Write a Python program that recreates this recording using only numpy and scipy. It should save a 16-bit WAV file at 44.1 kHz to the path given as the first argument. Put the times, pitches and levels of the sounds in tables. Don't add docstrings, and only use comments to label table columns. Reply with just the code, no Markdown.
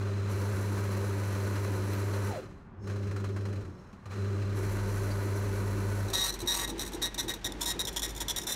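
import sys
import numpy as np
from scipy import signal
from scipy.fft import rfft, irfft
from scipy.io import wavfile
from scipy.ndimage import uniform_filter1d

SR = 44100
rng = np.random.default_rng(int(sys.argv[2]) if len(sys.argv) > 2 else 0)


def nominal_scale(level):
    x = np.asarray(level, float) / 20
    return 10 ** x


def file_out(sig):
    cols = np.atleast_2d(sig).T
    lim = np.clip(cols, -1, 1)
    pcm = np.round(lim * 32767).astype(np.int16)
    wavfile.write(sys.argv[1], SR, pcm)


N = 377055
T = np.arange(N) / SR


def evened(x):
    return x / np.sqrt(np.mean(x ** 2) + 1e-20)


def hiss_source():
    return rng.standard_normal(N)


def drift(seconds):
    size = max(int(seconds * SR), 1)
    return evened(uniform_filter1d(uniform_filter1d(hiss_source(), size), size))


def coloured(x, points):
    f, db = np.transpose(points)
    hz = np.fft.rfftfreq(N, 1 / SR)
    gain_db = np.interp(np.log(hz + 1), np.log(f), db, -90, -90)
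    return evened(irfft(rfft(x) * nominal_scale(gain_db), N))


def ring(x, hz, width):
    return signal.lfilter(*signal.iirpeak(hz, hz / width, SR), x)


def body(x, modes):
    return sum((-1) ** k * nominal_scale(db) * ring(x, hz, width) for k, (hz, width, db) in enumerate(modes))


def resonate(x, hz, width):
    turn = np.exp(2j * np.pi * np.cumsum(hz * np.ones(N)) / SR)
    r = np.exp(-np.pi * width / SR)
    smooth = signal.lfilter([1 - r], [1, -r], x / turn + 1e-18)
    return 2 * (turn * smooth).real


def bursts(rows, rise):
    out = np.zeros(N)
    for s, db, fall in rows:
        at = slice(int(s * SR), int((s + 10 * fall) * SR))
        u = np.maximum(T[at] - s, 0)
        out[at] += nominal_scale(db) * (1 - np.exp(-u / rise)) * np.exp(-u / fall)
    return out


def running(rows, up, down):
    ramps = [db - up * np.maximum(on - T, 0) - down * np.maximum(T - off, 0) for on, off, db in rows]
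    return np.maximum(np.max(ramps, axis=0), -120)


def cabinet(x, t60=0.21, wet_db=-13):
    t = np.arange(SR // 2) / SR
    noise = rng.standard_normal(len(t))
    dull = signal.lfilter([.4], [1, -.6], noise)
    bright = noise - dull
    tail = dull * nominal_scale(-60 * t / t60) + 0.68 * bright * nominal_scale(-60 * t / (0.31 * t60))
    return x + nominal_scale(wet_db) * signal.oaconvolve(x, tail / np.linalg.norm(tail))[:N]


# (f/Hz, level/dB per Hz)
HALL_TONE = [(12, -37), (20, -16), (49, -10.5), (134, -11.5), (210, -9), (328, -28), (367, -26),
             (472, -30.5), (1120, -25.5), (1330, -30), (1480, -30), (2820, -46.5), (16000, -85)]


def hall():
    return nominal_scale(-50) * coloured(hiss_source(), HALL_TONE)


# (multiple of 100 Hz, level/dB, phase/rad)
HUM_ORDERS = [(2, -10, 0.12), (3, -20.5, 1.18), (4, -14, 2.85), (5, -35, 0.1)]
# (at full speed t/s, switched off t/s, hum level/dB, casing rumble level/dB)
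MOTOR_RUNS = [
    (-1, 2.29, -31.5, -41),
    (2.884, 3.59, -34, -42),
    (4.195, 6.06, -31.5, -41),
]
# (f/Hz, width/Hz, level/dB)
CASING = [(82, 23, -2.5), (162.4, 51, -2), (194.4, 51.3, -0.5), (300.2, 39.4, -1.5), (381.7, 55, -1),
          (582, 138, -8)]


def motor():
    hum_db = running([(on, off, db) for on, off, db, _ in MOTOR_RUNS], 170, 195)
    casing_db = running([(on, off, db) for on, off, _, db in MOTOR_RUNS], 110, 53)
    belt_load = nominal_scale(running([(on, off, 0) for on, off, _ in BELT_RUNS], 100, 30))
    casing_db += 2 * belt_load
    turn = 2 * np.pi * 100 * T + 1.0 + .17 * drift(.03)
    hum = np.sin(turn) * nominal_scale(3 + .5 * drift(0.011))
    for k, db, phase in HUM_ORDERS:
        hum += nominal_scale(0.5 + db + 0.83 * drift(0.028)) * np.sin(k * turn + phase)
    shaken = hiss_source() * (1 + .5 * np.cos(turn))
    casing = evened(body(body(shaken, CASING), CASING))
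    return nominal_scale(hum_db) * hum + nominal_scale(casing_db - 2.0) * casing


# (at full level t/s, starts to fade t/s, rattle level/dB, fading/dB per s)
DISC_RUNS = [
    (-1, 2.36, -49.5, 90),
    (2.874, 2.9, -55, 8),
    (4.112, 6.12, -51, 90),
]
# (f/Hz, level/dB per Hz)
DISC = [(290, -49), (500, -3.5), (784, -14), (1080, -10), (1230, -8), (2100, -16.5), (2540, -17),
        (3340, -23), (3980, -25), (6420, -24), (7210, -27), (13100, -38.5), (16000, -43)]
# (f/Hz, width/Hz, level/dB)
DISC_RINGS = [(1220, 270, 6.5), (1660, 350, 5.5), (2560, 370, -7), (2970, 160, -21), (4070, 86, 6.5),
              (6440, 740, -17.5)]
# (t/s, peak level/dB)
KNOCKS = [(0.9444, -47), (1.3494, -50), (1.5544, -43), (1.9315, -46), (2.1344, -41.5), (2.8389, -56),
          (2.8704, -47), (2.8973, -48), (2.9587, -49), (3.029, -57), (3.0694, -49), (3.11, -46),
          (3.161, -40.5), (3.198, -49), (3.241, -40.5), (3.2869, -52), (3.362, -42.5), (3.4072, -52),
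          (3.4521, -43), (3.4844, -49), (3.527, -48), (3.558, -49.5), (3.6087, -53), (3.6494, -61),
          (3.695, -65), (3.7808, -71), (3.927, -56), (4.0556, -46.5), (4.7844, -45.5), (5.1024, -46)]


def disc():
    disc_db = np.max([running([(on, off, db)], 700, coast) for on, off, db, coast in DISC_RUNS], axis=0)
    let_go = np.clip((T - 3.63) / 0.066, 0, 1) * (T < DISC_RUNS[2][0] - .03)
    disc_db += -5.5 * let_go
    grit, scrape = hiss_source(), hiss_source()
    metal = coloured(grit, DISC) + 0.47 * evened(body(scrape, DISC_RINGS))
    lugs = bursts([(s, db, .012) for s, db in KNOCKS], rise=0.0019)
    return (nominal_scale(disc_db + 2 + 0.94 * drift(0.0083)) + lugs) * metal


COAST_DB = [9, 0]


def whine_track():
    lead_s, coast_s = 0.024, .115
    free = [((T - off + lead_s) * (T < off + 1)).clip(0) for _, off, _ in BELT_RUNS]
    level_db = running([(on, off + coast_s - lead_s, -52) for on, off, _ in BELT_RUNS], 400, 330)
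    level_db += sum(db * np.minimum(f / 0.046, 1) for f, db in zip(free, COAST_DB))
    hz = np.maximum(937 - 3600 * sum(free), 300)
    return hz, level_db


# (clutch in t/s, clutch out t/s, hiss level/dB)
BELT_RUNS = [
    (.3, 2.3, -53.4),
    (4.57, 6.08, -53.2),
]
# (f/Hz, level/dB per Hz)
BELT_HISS = [(410, 3), (700, -7), (819, -16.5), (946, 1), (1480, -11), (1770, -12.5), (2000, -12),
             (3600, -27), (4050, -15.5), (4860, -23.5), (5990, -18), (11400, -26), (16000, -31)]
# (f/Hz, width/Hz, level/dB)
BELT_RINGS = [(1080, 60, 4), (1450, 150, 8), (1950, 95, 4), (2270, 110, 0), (6100, 300, -3),
              (6900, 300, -4), (7600, 300, -6), (10000, 300, -3), (11200, 400, -3), (12700, 400, -7),
              (13600, 300, -9), (15000, 300, -8)]
# (t/s, f/Hz, level/dB, t60/s)
PINGS = [
    (1.932, 12090, -49, .17),
    (1.955, 10000, -60, .1),
    (5.112, 4630, -46, .14),
    (5.11, 12100, -61, .15),
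]


def belt():
    grit, scrape = [hiss_source() * nominal_scale(swell) for swell in [1.3 * drift(.004) + 1.0 * drift(.02)] * 2]
    hiss = coloured(grit, BELT_HISS) + .5 * evened(body(scrape, BELT_RINGS))
    hz, whine_db = whine_track()
    whine = evened(resonate(hiss_source(), hz, 56))
    out = nominal_scale(running(BELT_RUNS, 500, 240) + 6.0) * hiss + nominal_scale(whine_db) * whine
    for s, ping_hz, db, t60 in PINGS:
        out += bursts([(s, db, t60 / np.log(1000))], rise=0.00062) * np.sin(2 * np.pi * ping_hz * T)
    return out


# (t/s, level/dB, decay/s)
SHUDDERS = [
    (2.33, -41, .1),
    (2.45, -46, .05),
    (2.78, -45, .056),
    (3.62, -38, .063),
    (3.85, -47, .054),
    (4.055, -38, .04),
    (6.1, -41, .08),
    (6.25, -49, .042),
]


def shudder():
    frame = evened(ring(ring(hiss_source(), 91, 35), 91, 35))
    return bursts(SHUDDERS, rise=0.0076) * frame


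# (from t/s, to t/s, level/dB)
SQUEAKS = [
    (2.83, 2.9, -66),
    (2.95, 3.1, -71),
    (3.33, 3.45, -68),
    (3.6, 3.87, -74),
]


def squeal():
    rub = hiss_source() * nominal_scale(1.2 * drift(0.013) + 2.1 * drift(0.06))
    partials = 0
    for k in (1, 1.185):
        hz = k * 5390 * (1 + .006 * drift(.05))
        partials = partials + evened(resonate(rub, hz, 160)) / k
    return nominal_scale(running(SQUEAKS, 400, 100) - 4) * partials


# (t/s, f/Hz, level/dB)
VEHICLE = [
    (4.35, 35.4, -58),
    (4.7, 37.2, -43),
    (5.15, 40.3, -43),
    (5.28, 41, -56),
    (5.5, 43.66, -44),
    (6.79, 49.4, -46.5),
    (7.38, 44, -51),
    (7.7, 51.8, -48),
    (8.22, 51, -44.5),
    (8.55, 50.1, -58),
]


def vehicle():
    s, f, level = np.transpose(VEHICLE)
    hz = np.interp(T, s, f, 0, 0)
    db = np.interp(T, s, level, -100, -100)
    return nominal_scale(db + 4.5 + .6 * drift(0.05)) * np.sin(2 * np.pi * np.cumsum(hz) / SR)


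# (t/s, peak level/dB, decay/s)
TICKS = [(6.083, -35, .0074), (6.1, -32, 0.0085), (6.323, -33, .013), (6.339, -31, 0.011),
         (6.4594, -37, .013), (6.675, -29, 0.014), (6.6914, -31, 0.0081), (6.699, -33, .0084),
         (6.778, -38, .012), (7.1433, -24, 0.0046), (7.21, -42, 0.017), (7.2274, -37, .017),
         (7.337, -26, 0.0087), (7.521, -23.5, 0.0019), (7.595, -46, .0081), (7.85, -24.5, 0.0061),
         (7.926, -36, 0.016), (7.9935, -18.5, 0.0035)]
# (t/s, peak level/dB, tooth spacing/s)
ADVANCES = [
    (6.389, -32.5, 0.013),
    (6.849, -32, 0.013),
    (6.919, -34, 0.013),
    (8.078, -35, .013),
    (8.148, -34, 0.0137),
    (8.397, -33, .018),
]
TOOTH_DB = [-1.5, 2, 0]


def carriage_and_ratchet():
    teeth = [(s + k * gap, peak + step, 0.0092) for s, peak, gap in ADVANCES for k, step in enumerate(TOOTH_DB)]
    return nominal_scale(4) * bursts(TICKS + teeth, rise=0.00043) * hiss_source()


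# (t/s, level/dB)
SURGES = [
    (6.41, -39),
    (6.68, -37),
    (6.93, -39),
    (7.23, -40),
    (7.45, -43),
    (7.74, -44.5),
]
# (from t/s, to t/s, level/dB)
RESTS = [
    (7.1, 7.15, -12),
    (7.38, 7.444, -14),
]
# (f/Hz, level/dB per Hz)
FEED_DRONE = [(35, -24), (60, -16.5), (75, -9.5), (114, -4.5), (135, -16), (200, -12), (355, -2),
              (446, -10), (766, -28.5), (800, -14), (1040, -21), (1760, -120)]
FEED_WHIRR = [(410, 7), (700, 7), (1260, 3.5), (1870, 6), (2700, 0), (3690, 0), (4860, -5.5), (5840, -4.5),
              (16000, -29)]


def feed_motor(gate):
    rest_db = uniform_filter1d(sum(dip * (T > a) * (T < b) for a, b, dip in RESTS), 600)
    pull = nominal_scale(-47 + rest_db) + bursts([(s, surge, .06) for s, surge in SURGES], rise=0.0096)
    drone = pull * coloured(hiss_source(), FEED_DRONE)
    load_db = 6.0 * uniform_filter1d(1. * gate, 400) + 1.5 * drift(.01)
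    whirr = nominal_scale(-48.3 + 0.19 * rest_db - 2.5 + load_db) * coloured(hiss_source(), FEED_WHIRR)
    return (T > 6.1) * (drone + whirr)


# (start t/s, length/s, head level/dB, head resonance f/Hz, step tone level/dB)
STROKES = [(6.132, .106, -29.5, 3870, -41), (6.237, .071, -35, 4000, -47), (6.472, .059, -32, 3920, -44),
           (6.53, .061, -36.5, 3940, -56), (6.59, .065, -36, 3840, -42), (6.793, .047, -38, 3850, -52),
           (7.016, .059, -33, 3830, -41), (7.179, .034, -33, 3810, -42), (7.279, .044, -36, 3750, -42),
           (7.444, .032, -36, 3630, -41), (7.607, .04, -37, 3540, -55), (7.655, .069, -36.5, 3720, -45),
           (7.791, .031, -36, 3780, -48), (7.87, .023, -35, 3370, -57), (7.961, .024, -32, 3390, -48),
           (8.019, .047, -38, 3540, -44), (8.202, .029, -38, 3520, -48), (8.282, .038, -34, 3400, -57),
           (8.361, .036, -35, 3540, -45), (8.467, .082, -44, 3560, -53)]


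def words():
    start, length, *columns = np.transpose(STROKES)
    k = np.maximum(np.searchsorted(start, T) - 1, 0)
    into = T - start[k]
    gate = (into >= 0) & (into < length[k] + .0005)
    return gate, into, length[k] - into, *(uniform_filter1d(c[k], 130) for c in columns)


SLOT_HZ = 1893.7


def needles(evenness, regular=.72, jitter_s=12e-6):
    slots = np.arange(2, int(N / SR * SLOT_HZ) - 2)
    letter = signal.lfilter([1], [1, -.9], rng.standard_normal((len(slots) // 10 + 1, 10)), axis=0)
    clock = np.interp(slots / SLOT_HZ, T, evenness) * (.9 + .22 * (-1.) ** slots)
    steady = clock + 1.34 * evened(letter.ravel()[:len(slots)])
    chance, late = rng.standard_normal((len(slots), 2)).T
    force = evened(regular * steady + (1 - regular) * chance)
    force = np.clip(force, -1.5, 1.7)
    fine = np.zeros(4 * N)
    fine[((slots / SLOT_HZ + jitter_s * late) * SR * 4).astype(int)] = force
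    blows = evened(signal.resample_poly(fine, 1, 4))
    return blows + .22 * hiss_source()


# (f/Hz, width/Hz, level/dB)
PANEL = [(1000, 670, -6), (1900, 220, -4.5), (2640, 450, -9), (6550, 340, -4.5), (8230, 740, -3.5),
         (9940, 540, -4), (11600, 1600, -6.5), (15100, 2600, -11.5)]
SLOT = [(954, 220, -4.5), (1820, 360, -21), (3950, 250, -3.5), (5410, 165, 0), (6770, 690, -2),
        (8730, 800, -3.5), (9600, 490, -1.5), (11900, 2000, -5.5), (15100, 3000, -11)]
# (t/s, share 0-1)
LEANING = [
    (7.25, 0),
    (7.6, 1),
    (7.9, 0.8),
]


def print_head(drive, head_hz, bright_db):
    low = 1.25 * resonate(resonate(drive, head_hz, 430), head_hz, 430)
    high = 1.1 * ring(ring(drive, 5830, 700), 5830, 700)
    share = np.clip(np.interp(T, *np.transpose(LEANING)), 0, 1)
    frame = (1 - share) * body(body(drive, PANEL), PANEL) + share * body(body(drive, SLOT), SLOT)
    return low + nominal_scale(-4 + .5 * bright_db) * high + nominal_scale(bright_db) * frame


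def step_tone(gate, into, left, tone_db):
    throb = 1 + .5 * np.cos(2 * np.pi * SLOT_HZ / 10 * T + 1.2 * drift(0.045))
    built = 1 - np.exp(-np.maximum(into, 0) / 0.009)
    built *= np.exp(np.minimum(left, 0) / 0.024) * np.where(gate, 1, .6)
    tone = built * nominal_scale(tone_db + 3.0 + 2.3 * drift(0.012)) * throb * np.sin(2 * np.pi * SLOT_HZ * T)
    return ring(tone, SLOT_HZ, 460)


def printer():
    gate, into, left, db, head_hz, tone_db = words()
    bright_db = np.where(gate, (1 - 0.31) * (-34 - db), 3)
    evenness = np.clip(.62 + .045 * (tone_db + 44), .1, .62)
    lift_db = -8 * np.clip(1 - left / 0.0088, 0, 1)
    blows = gate * needles(evenness) * nominal_scale(db + 14.0 + lift_db + 2.8 * drift(.003))
    head = print_head(blows + carriage_and_ratchet(), head_hz, bright_db)
    return head + step_tone(gate, into, left, tone_db), feed_motor(gate)


def scene():
    works = cabinet(belt() + squeal(), t60=.12, wet_db=-9)
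    head, feed = printer()
    return (hall() + motor() + disc() + works + shudder() + vehicle() + cabinet(head) + feed)[None]


def roll_off(x):
    return signal.sosfilt(signal.butter(12, 16490, fs=SR, output="sos"), x)


def record(dry):
    level_db = 10 * np.log10(abs(uniform_filter1d(dry ** 2, 90, axis=1)) + 1e-12)
    over_db = uniform_filter1d(np.maximum(level_db + 29, 0), 90, axis=1)
    held = dry / nominal_scale(.6 * over_db)
    edge = signal.firwin(1001, 15730, window=("kaiser", 5), fs=SR)
    return roll_off(signal.oaconvolve(held, edge[None], "same"))


dry = scene()
out = record(dry)
file_out(out)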